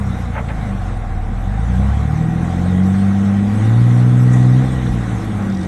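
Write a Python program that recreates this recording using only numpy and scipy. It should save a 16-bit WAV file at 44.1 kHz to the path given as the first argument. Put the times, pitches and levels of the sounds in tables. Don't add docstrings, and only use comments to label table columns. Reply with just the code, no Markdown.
import sys
import numpy as np
from scipy import signal
from scipy.fft import rfft, irfft, next_fast_len
from scipy.io import wavfile
from scipy.ndimage import uniform_filter1d, map_coordinates

SR = 44100
rng = np.random.default_rng(int(sys.argv[2]) if len(sys.argv) > 2 else 0)


def bounce(signal):
    frames = np.transpose(np.atleast_2d(signal))
    limited = np.clip(frames, -1, 1)
    pcm = np.round(limited * 32767).astype(np.int16)
    wavfile.write(sys.argv[1], SR, pcm)


N = 250399

TOP_RATE_HZ = 62
FIRST_BLOW_TURNS = .45


def amp(db):
    return 10 ** (np.asarray(db) / 20)


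def unit(x):
    return x / np.sqrt(np.mean(x ** 2) + 1e-20)


def along(points, hz):
    f, v = np.transpose(points)
    return np.interp(np.log(hz + 1), np.log(f + 1), v)


def curves(rows):
    s, *cols = np.transpose(rows)
    return [np.interp(np.arange(N) / SR, s, c) for c in cols]


def wobble(rate, step=1):
    knots = rng.standard_normal(int(N * rate / SR) + 4)
    return map_coordinates(knots, [np.arange(0, N, step) * rate / SR])


def filtered(x, response):
    m = next_fast_len(len(x) + 8192)
    return irfft(rfft(x, m) * response(np.fft.rfftfreq(m, 1 / SR)), m)[:len(x)]


def patchy(depth_db):
    z = signal.stft(rng.standard_normal(N), nperseg=512)[2]
    field = uniform_filter1d(rng.standard_normal(z.shape), size=5, axis=0)
    field = uniform_filter1d(field, size=8, axis=1)
    return signal.istft(z * amp(depth_db * unit(field)), nperseg=512)[1][:N]


def swell(s, length):
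    return np.exp(-.5 * ((np.arange(N) / SR - s) / (length / 2)) ** 2)


def humps(modes):
    return lambda hz: 1 + sum((amp(db) - 1) / (1 + ((hz - c) / (w / 2)) ** 2) for c, w, db in modes)


def ring(modes):
    return lambda f: sum((-1) ** k * amp(db) * 1j * f * w / (c * c - f * f + 1j * f * w)
                         for k, (c, w, db) in enumerate(modes))


def narrow(hz, width_hz, wander_hz):
    a, b = (filtered(rng.standard_normal(N), lambda f: 1 / (1 + (f / (width_hz / 2)) ** 2))
            for _ in range(2))
    phase = 2 * np.pi * np.cumsum(hz + wander_hz * wobble(7)) / SR
    return unit(a * np.cos(phase) + b * np.sin(phase))


def follows(law, bank_hz, throttle_db):
    top_db, per_octave_db, share = law
    return top_db + per_octave_db * np.log2(bank_hz / TOP_RATE_HZ) + share * throttle_db


def engine_bay(turns, rush_db, hiss_db):
    # (frequency [Hz], relative level per Hz [dB])
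    rush_spectrum = [(180, -6), (300, -8.5), (380, -20.5), (460, -10), (660, -12), (760, -7.5), (910, -14),
                     (1940, -9.5), (3000, -34.5), (3900, -38), (6600, -120)]
    fan_spectrum = [(1180, -50), (2000, -5.5), (2510, -12), (3060, -9), (3650, -5.5), (4760, -17.5),
                    (6110, -12), (7230, -16), (8350, -12), (9940, -26.5), (11200, -17.5), (11900, -26.5),
                    (12300, -56), (16000, -78), (22000, -120)]
    # (frequency [Hz], width [Hz], gain [dB])
    panel_modes = [(453, 58, 5), (1087, 46, 3), (1872, 890, -9)]
    # (frequency [Hz], width [Hz], wander [Hz])
    whirr_mode = (1920, 45, 10)
    drone_mode = (752, 100, 10)
    # (time [s], level [dB])
    whirr_curve = [(0, -75), (1.7, -62), (2.1, -50.5), (3.55, -47.5), (3.72, -42.5), (3.9, -49),
                   (4.15, -51.5), (4.35, -37.5), (4.52, -45), (4.62, -41.5), (4.78, -44), (4.92, -50),
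                   (5.68, -50)]
    drone_curve = [(0, -45), (.63, -38), (1.6, -39), (2.3, -36.5), (3.5, -39), (4.1, -46.5), (4.42, -35),
                   (4.74, -41), (5.06, -42), (5.68, -40.5)]

    throb = 1 + np.cos(2 * 2 * np.pi * turns)
    rush = filtered(patchy(1.4) * (1 + 0.05 * throb),
                    lambda hz: amp(along(rush_spectrum, hz)) * humps(panel_modes)(hz))
    hiss = filtered(patchy(2.87) * (1 + 0.032 * throb), lambda hz: amp(along(fan_spectrum, hz)))
    flutter = wobble(9)
    rush = amp(rush_db + 0.54 * flutter) * unit(rush)
    hiss = amp(hiss_db + 0.87 * flutter + 0.31 * wobble(14)) * unit(hiss)

    whirr_gain = amp(curves(whirr_curve)[0] + 1.4 * wobble(13))
    whirr = whirr_gain * (1 + 0.46 * throb) / 1.46 * narrow(*whirr_mode)
    drone_gain = amp(curves(drone_curve)[0] + 0.46 * wobble(15))
    drone = drone_gain * (1 + 0.22 * np.cos(2 * np.pi * turns)) * narrow(*drone_mode)
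    return rush + hiss + whirr + drone


def rattle():
    # (time [s], relative level [dB])
    ticks = [(5.424, -38), (5.449, -37), (5.474, -46), (5.4991, -33), (5.5236, -35), (5.5475, -30),
             (5.57, -29), (5.5914, -34), (5.6108, -32), (5.631, -30), (5.65, -38)]
    # (frequency [Hz], width [Hz], gain [dB])
    part_modes = [(3800, 600, 9), (4930, 750, 15), (5830, 790, 13.5), (6700, 700, 10)]
    out, t = np.zeros(N + SR), np.arange(SR // 20) / SR
    for s, db in ticks:
        decay = amp(db - 60 * t / .024)
        attack = 1 - np.exp(-t / .001)
        out[round(s * SR):][:len(t)] += decay * attack * rng.standard_normal(len(t))
    return amp(-8) * filtered(out[:N], lambda hz: humps(part_modes)(hz) - 1)


def tyres():
    # (time of peak [s], length [s], rms level [dB], centre [Hz], half width [octaves])
    scuffs = [(0.348, 0.033, -33, 1000, 1.64), (0.362, 0.018, -26, 1000, 1.2),
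              (0.387, 0.025, -24, 990, 1.44), (0.406, 0.03, -35, 800, 0.76),
              (0.494, 0.019, -32.5, 1300, 1.53), (0.51, 0.023, -29.5, 1040, 1.15),
              (2.662, 0.0068, -25.5, 760, 0.95), (4.337, 0.019, -41, 7150, 0.43),
              (4.383, 0.1, -47.5, 7150, 0.42), (4.873, 0.012, -41, 3500, 0.3)]
    # (time of peak [s], length [s], rms level [dB], frequency [Hz])
    thumps = [(4.918, .045, -20, 44), (5.165, 0.11, -25, 58.8)]
    # (frequency [Hz], width [Hz], gain [dB])
    tread_modes = [(574, 100, 13), (870, 34, 14), (1320, 72, 4.5), (1560, 110, 6), (2140, 120, 6.5),
                   (2680, 54, 1)]
    out = np.zeros(N)
    for s, length, db, hz, octaves in scuffs:
        grit = rng.standard_normal(N) * amp(2.4 * wobble(400))
        band = filtered(grit, lambda f: np.exp(-(np.log2((f + 1) / hz) / octaves) ** 4)
                        * humps(tread_modes)(f))
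        bell = swell(s, length)
        level = amp(db) * np.linalg.norm(bell) / np.linalg.norm(bell * band)
        out += level * bell * band
    for s, length, db, hz in thumps:
        out += amp(db) * np.sqrt(2) * swell(s, length) * np.sin(2 * np.pi * hz * (np.arange(N) / SR - s))
    return out


def pops():
    # (time [s], peak level [dB])
    late_firings = [(4.861, -14), (4.943, -9), (4.96, -15), (4.993, -15), (5.01, -13), (5.043, -14),
                    (5.132, -15), (5.149, -15), (5.203, -17)]
    half_width_s = .0016
    out = np.zeros(N)
    for s, db in late_firings:
        v = (np.arange(N) / SR - s) / half_width_s
        out += amp(db) * (v ** 2 - 1) * np.exp(-v ** 2 / 2)
    return out


def lead(bank_hz):
    return .52 * (bank_hz / TOP_RATE_HZ) ** 6 - .1 - .5 * np.exp(-((bank_hz - 38.5) / 3) ** 2)


def growl_lines(bank_hz, chug_db, odd_db):
    # (frequency [Hz], relative level [dB])
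    pipe = [(15, -47), (35, -9.5), (60, -18), (110, -2), (160, -6.5), (195, 13.5), (215, -2), (235, 8),
            (262, -2), (280, -3.5), (300, 1), (335, 1.5), (360, -11), (380, -8), (450, -5), (560, -3),
            (800, -55)]
    uneven_db = [-8, 0.5, -13, -3, 5, -1, -3.5, -0.5, -4.5, 1.5, 0, 3, 2, 2.5, -4, 1.5, 2.5, 1.5, -2, -5,
                 -8, 2.5, -8, -6]
    high_db = -3

    step = 16
    cycle_hz = bank_hz[::step] / 3
    cycles = (np.cumsum(bank_hz) / SR - FIRST_BLOW_TURNS)[::step] / 3
    weak = [k for k in range(1, 55) if k % 3 or k > 18]
    sway_db, sway_turns = 2.5 - cycle_hz / 18, .0015
    scatter_turns = .13 + .25 / (1 + np.exp((14 - cycle_hz) / .5))
    growl = 0
    for k, db in zip(weak, uneven_db + [high_db] * len(weak)):
        level_db = along(pipe, k * cycle_hz) + db
        level_db = level_db + (k % 3 == 0) * chug_db[::step] + (k % 2) * odd_db[::step]
        level_db = level_db - .48 * k
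        smear = sway_turns * (k + k * k / 40) * wobble(12, step)
        phase = k * cycles + lead(bank_hz[::step]) + scatter_turns * rng.standard_normal() + smear
        growl = growl + amp(level_db + sway_db * wobble(5.7, step)) * np.cos(2 * np.pi * phase)
    return unit(signal.resample_poly(growl, step, 1)[:N])


def stumbles(bank_hz):
    # (frequency [Hz], relative level per Hz [dB])
    flow = [(10, -30), (25, 5), (60, 5.5), (120, 13), (240, 5.5), (270, -15), (335, -12), (400, -31),
            (700, -55)]
    # (frequency [Hz], width [Hz], gain [dB])
    muffler_modes = [(56.4, 42, -3), (107, 32, -5), (186.5, 40, -4.5), (235.5, 8, 4.5), (336, 27, 9.5)]
    firing = np.diff(np.floor(2 * np.cumsum(bank_hz) / SR), prepend=0)
    chance = firing * rng.uniform(-1.03, 1, N) * amp(2.1 * wobble(7)) / np.sqrt(bank_hz)
    return unit(filtered(chance, lambda hz: amp(along(flow, hz)) * ring(muffler_modes)(hz)))


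def burble(bank_hz, chug_db, odd_db):
    # (time [s], level [dB])
    growl_curve = [(0, -36.5), (1.9, -29), (2.2, -24.5), (2.6, -24), (3.2, -27.5), (4.1, -21),
                   (4.45, -20.5), (5.1, -26), (5.68, -29)]
    stumble_curve = [(0, -30), (.8, -35), (1.5, -35), (2.3, -31), (3.0, -30), (3.7, -30), (4.0, -32),
                     (4.55, -31), (4.75, -27.5), (5.1, -25.5), (5.4, -27), (5.68, -26)]
    growl = amp(curves(growl_curve)[0]) * growl_lines(bank_hz, chug_db, odd_db)
    return growl + amp(curves(stumble_curve)[0]) * stumbles(bank_hz)


def line_levels(bank_hz, throttle_db):
    # (frequency [Hz], rms level [dB])
    both_banks = [(35, -1.5), (70, -7), (75, -11), (80, -22), (86, -12), (92, -6), (113, -11.5),
                  (128, -10.5), (141, -20.5), (158, -7), (174, -13), (186, -1.5), (203, -5), (219, -25.5),
                  (232, -26.5), (258, -22), (278, -24), (325, -19.5), (345, -31), (366, -47), (390, -31)]
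    # (frequency [Hz], rms level [dB])
    one_bank = [(54, -25), (64, -20), (72, -45), (80, -17), (92, -12), (115, -14.5), (140, -18), (162, -37),
                (182, -20.5), (196, -20), (220, -37), (236, -26), (262, -31), (278, -23), (325, -29)]
    # (multiple of the bank rate, added level [dB], share of the throttle it follows)
    multiples = [(2, 1.28, 1), (3, -0.94, 0.61), (4, 0.04, 0.89), (5, -9, 0.25), (6, -9, 0.7)]
    lope_db, lift_db = -38.5, -28
    lift_s, rise_s, hold_s, fall_s = 4.6, .05, .26, .3

    lift = np.interp(np.arange(N) / SR, np.cumsum([lift_s, rise_s, hold_s, fall_s]), [0, 1, 1, 0])
    lope = amp(lope_db + 2.5 * wobble(5.16)) + amp(lift_db) * lift
    levels_db = [20 * np.log10(lope)]
    for k, db, share in multiples:
        path = one_bank if round(k) % 2 else both_banks
        levels_db.append(along(path, round(k) * bank_hz) + db + share * throttle_db)
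    return levels_db


def exhaust(bank_hz, levels_db):
    odd_turn_hz = 36
    turns = np.cumsum(bank_hz) / SR - FIRST_BLOW_TURNS
    overrun = np.clip((-np.gradient(bank_hz) * SR - 9) / 12, 0, 1)
    sway_db, sway_turns = .4 + 1.3 * overrun, .012 + .022 * overrun
    lead_turns = lead(bank_hz) + .2 * overrun
    odd_turns = .035 - .22 / (1 + np.exp(bank_hz - odd_turn_hz))
    drift_turns = .025
    out = 0
    for k, db in enumerate(levels_db, 1):
        gain = np.sqrt(2) * amp(db + sway_db * wobble(14))
        phase = k * turns + lead_turns + k % 2 * odd_turns
        phase = phase + drift_turns * wobble(1.36) + sway_turns * wobble(12)
        out = out + gain * np.cos(2 * np.pi * phase)
    return out


def scene():
    # (time [s], firing rate of one cylinder bank [Hz])
    speed = [(0, 33.2), (.16, 30.4), (.44, 28.2), (.99, 21), (1.1, 19), (1.21, 18.1), (1.43, 21.4),
             (1.54, 25.4), (1.9, 34.9), (2.2, 39.2), (2.53, 43.5), (3.0, 48.7), (3.41, 50), (3.52, 51.3),
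             (3.83, 59.4), (4.1, 61.4), (4.3, 62.1), (4.53, 62.4), (4.63, 65), (4.75, 64.2), (5.17, 56),
             (5.61, 46.6), (5.68, 46)]
    # (time [s], level [dB])
    throttle = [(0, -16.5), (0.15, -20), (1.25, -21), (1.45, -18.5), (1.9, -9), (2.75, -12.5), (3.5, -11.5),
                (3.7, 0), (4.58, 0), (4.7, -9), (5.2, -11), (5.68, -24.5)]
    # (level at top rate and open throttle [dB], slope [dB per octave of speed], share of the throttle)
    chug_law = (-4.5, 0.1, -0.74)
    odd_law = (-5.5, 0.1, -0.37)
    rush_law = (-30, 1.65, 0.035)
    hiss_law = (-44, 4.2, 0.011)

    bank_hz = uniform_filter1d(curves(speed)[0], size=SR // 20)
    throttle_db, = curves(throttle)
    chug_db, odd_db, rush_db, hiss_db = (follows(law, bank_hz, throttle_db)
                                         for law in (chug_law, odd_law, rush_law, hiss_law))
    bay = engine_bay(np.cumsum(bank_hz) / SR, rush_db, hiss_db)
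    pipe_sound = burble(bank_hz, chug_db, odd_db) + exhaust(bank_hz, line_levels(bank_hz, throttle_db))
    return (bay + rattle() + tyres() + pops() + pipe_sound)[None]


def record(dry):
    top_hz = 11950
    return filtered(dry[0], lambda hz: hz < top_hz)[None]


dry = scene()
out = record(dry)
bounce(out)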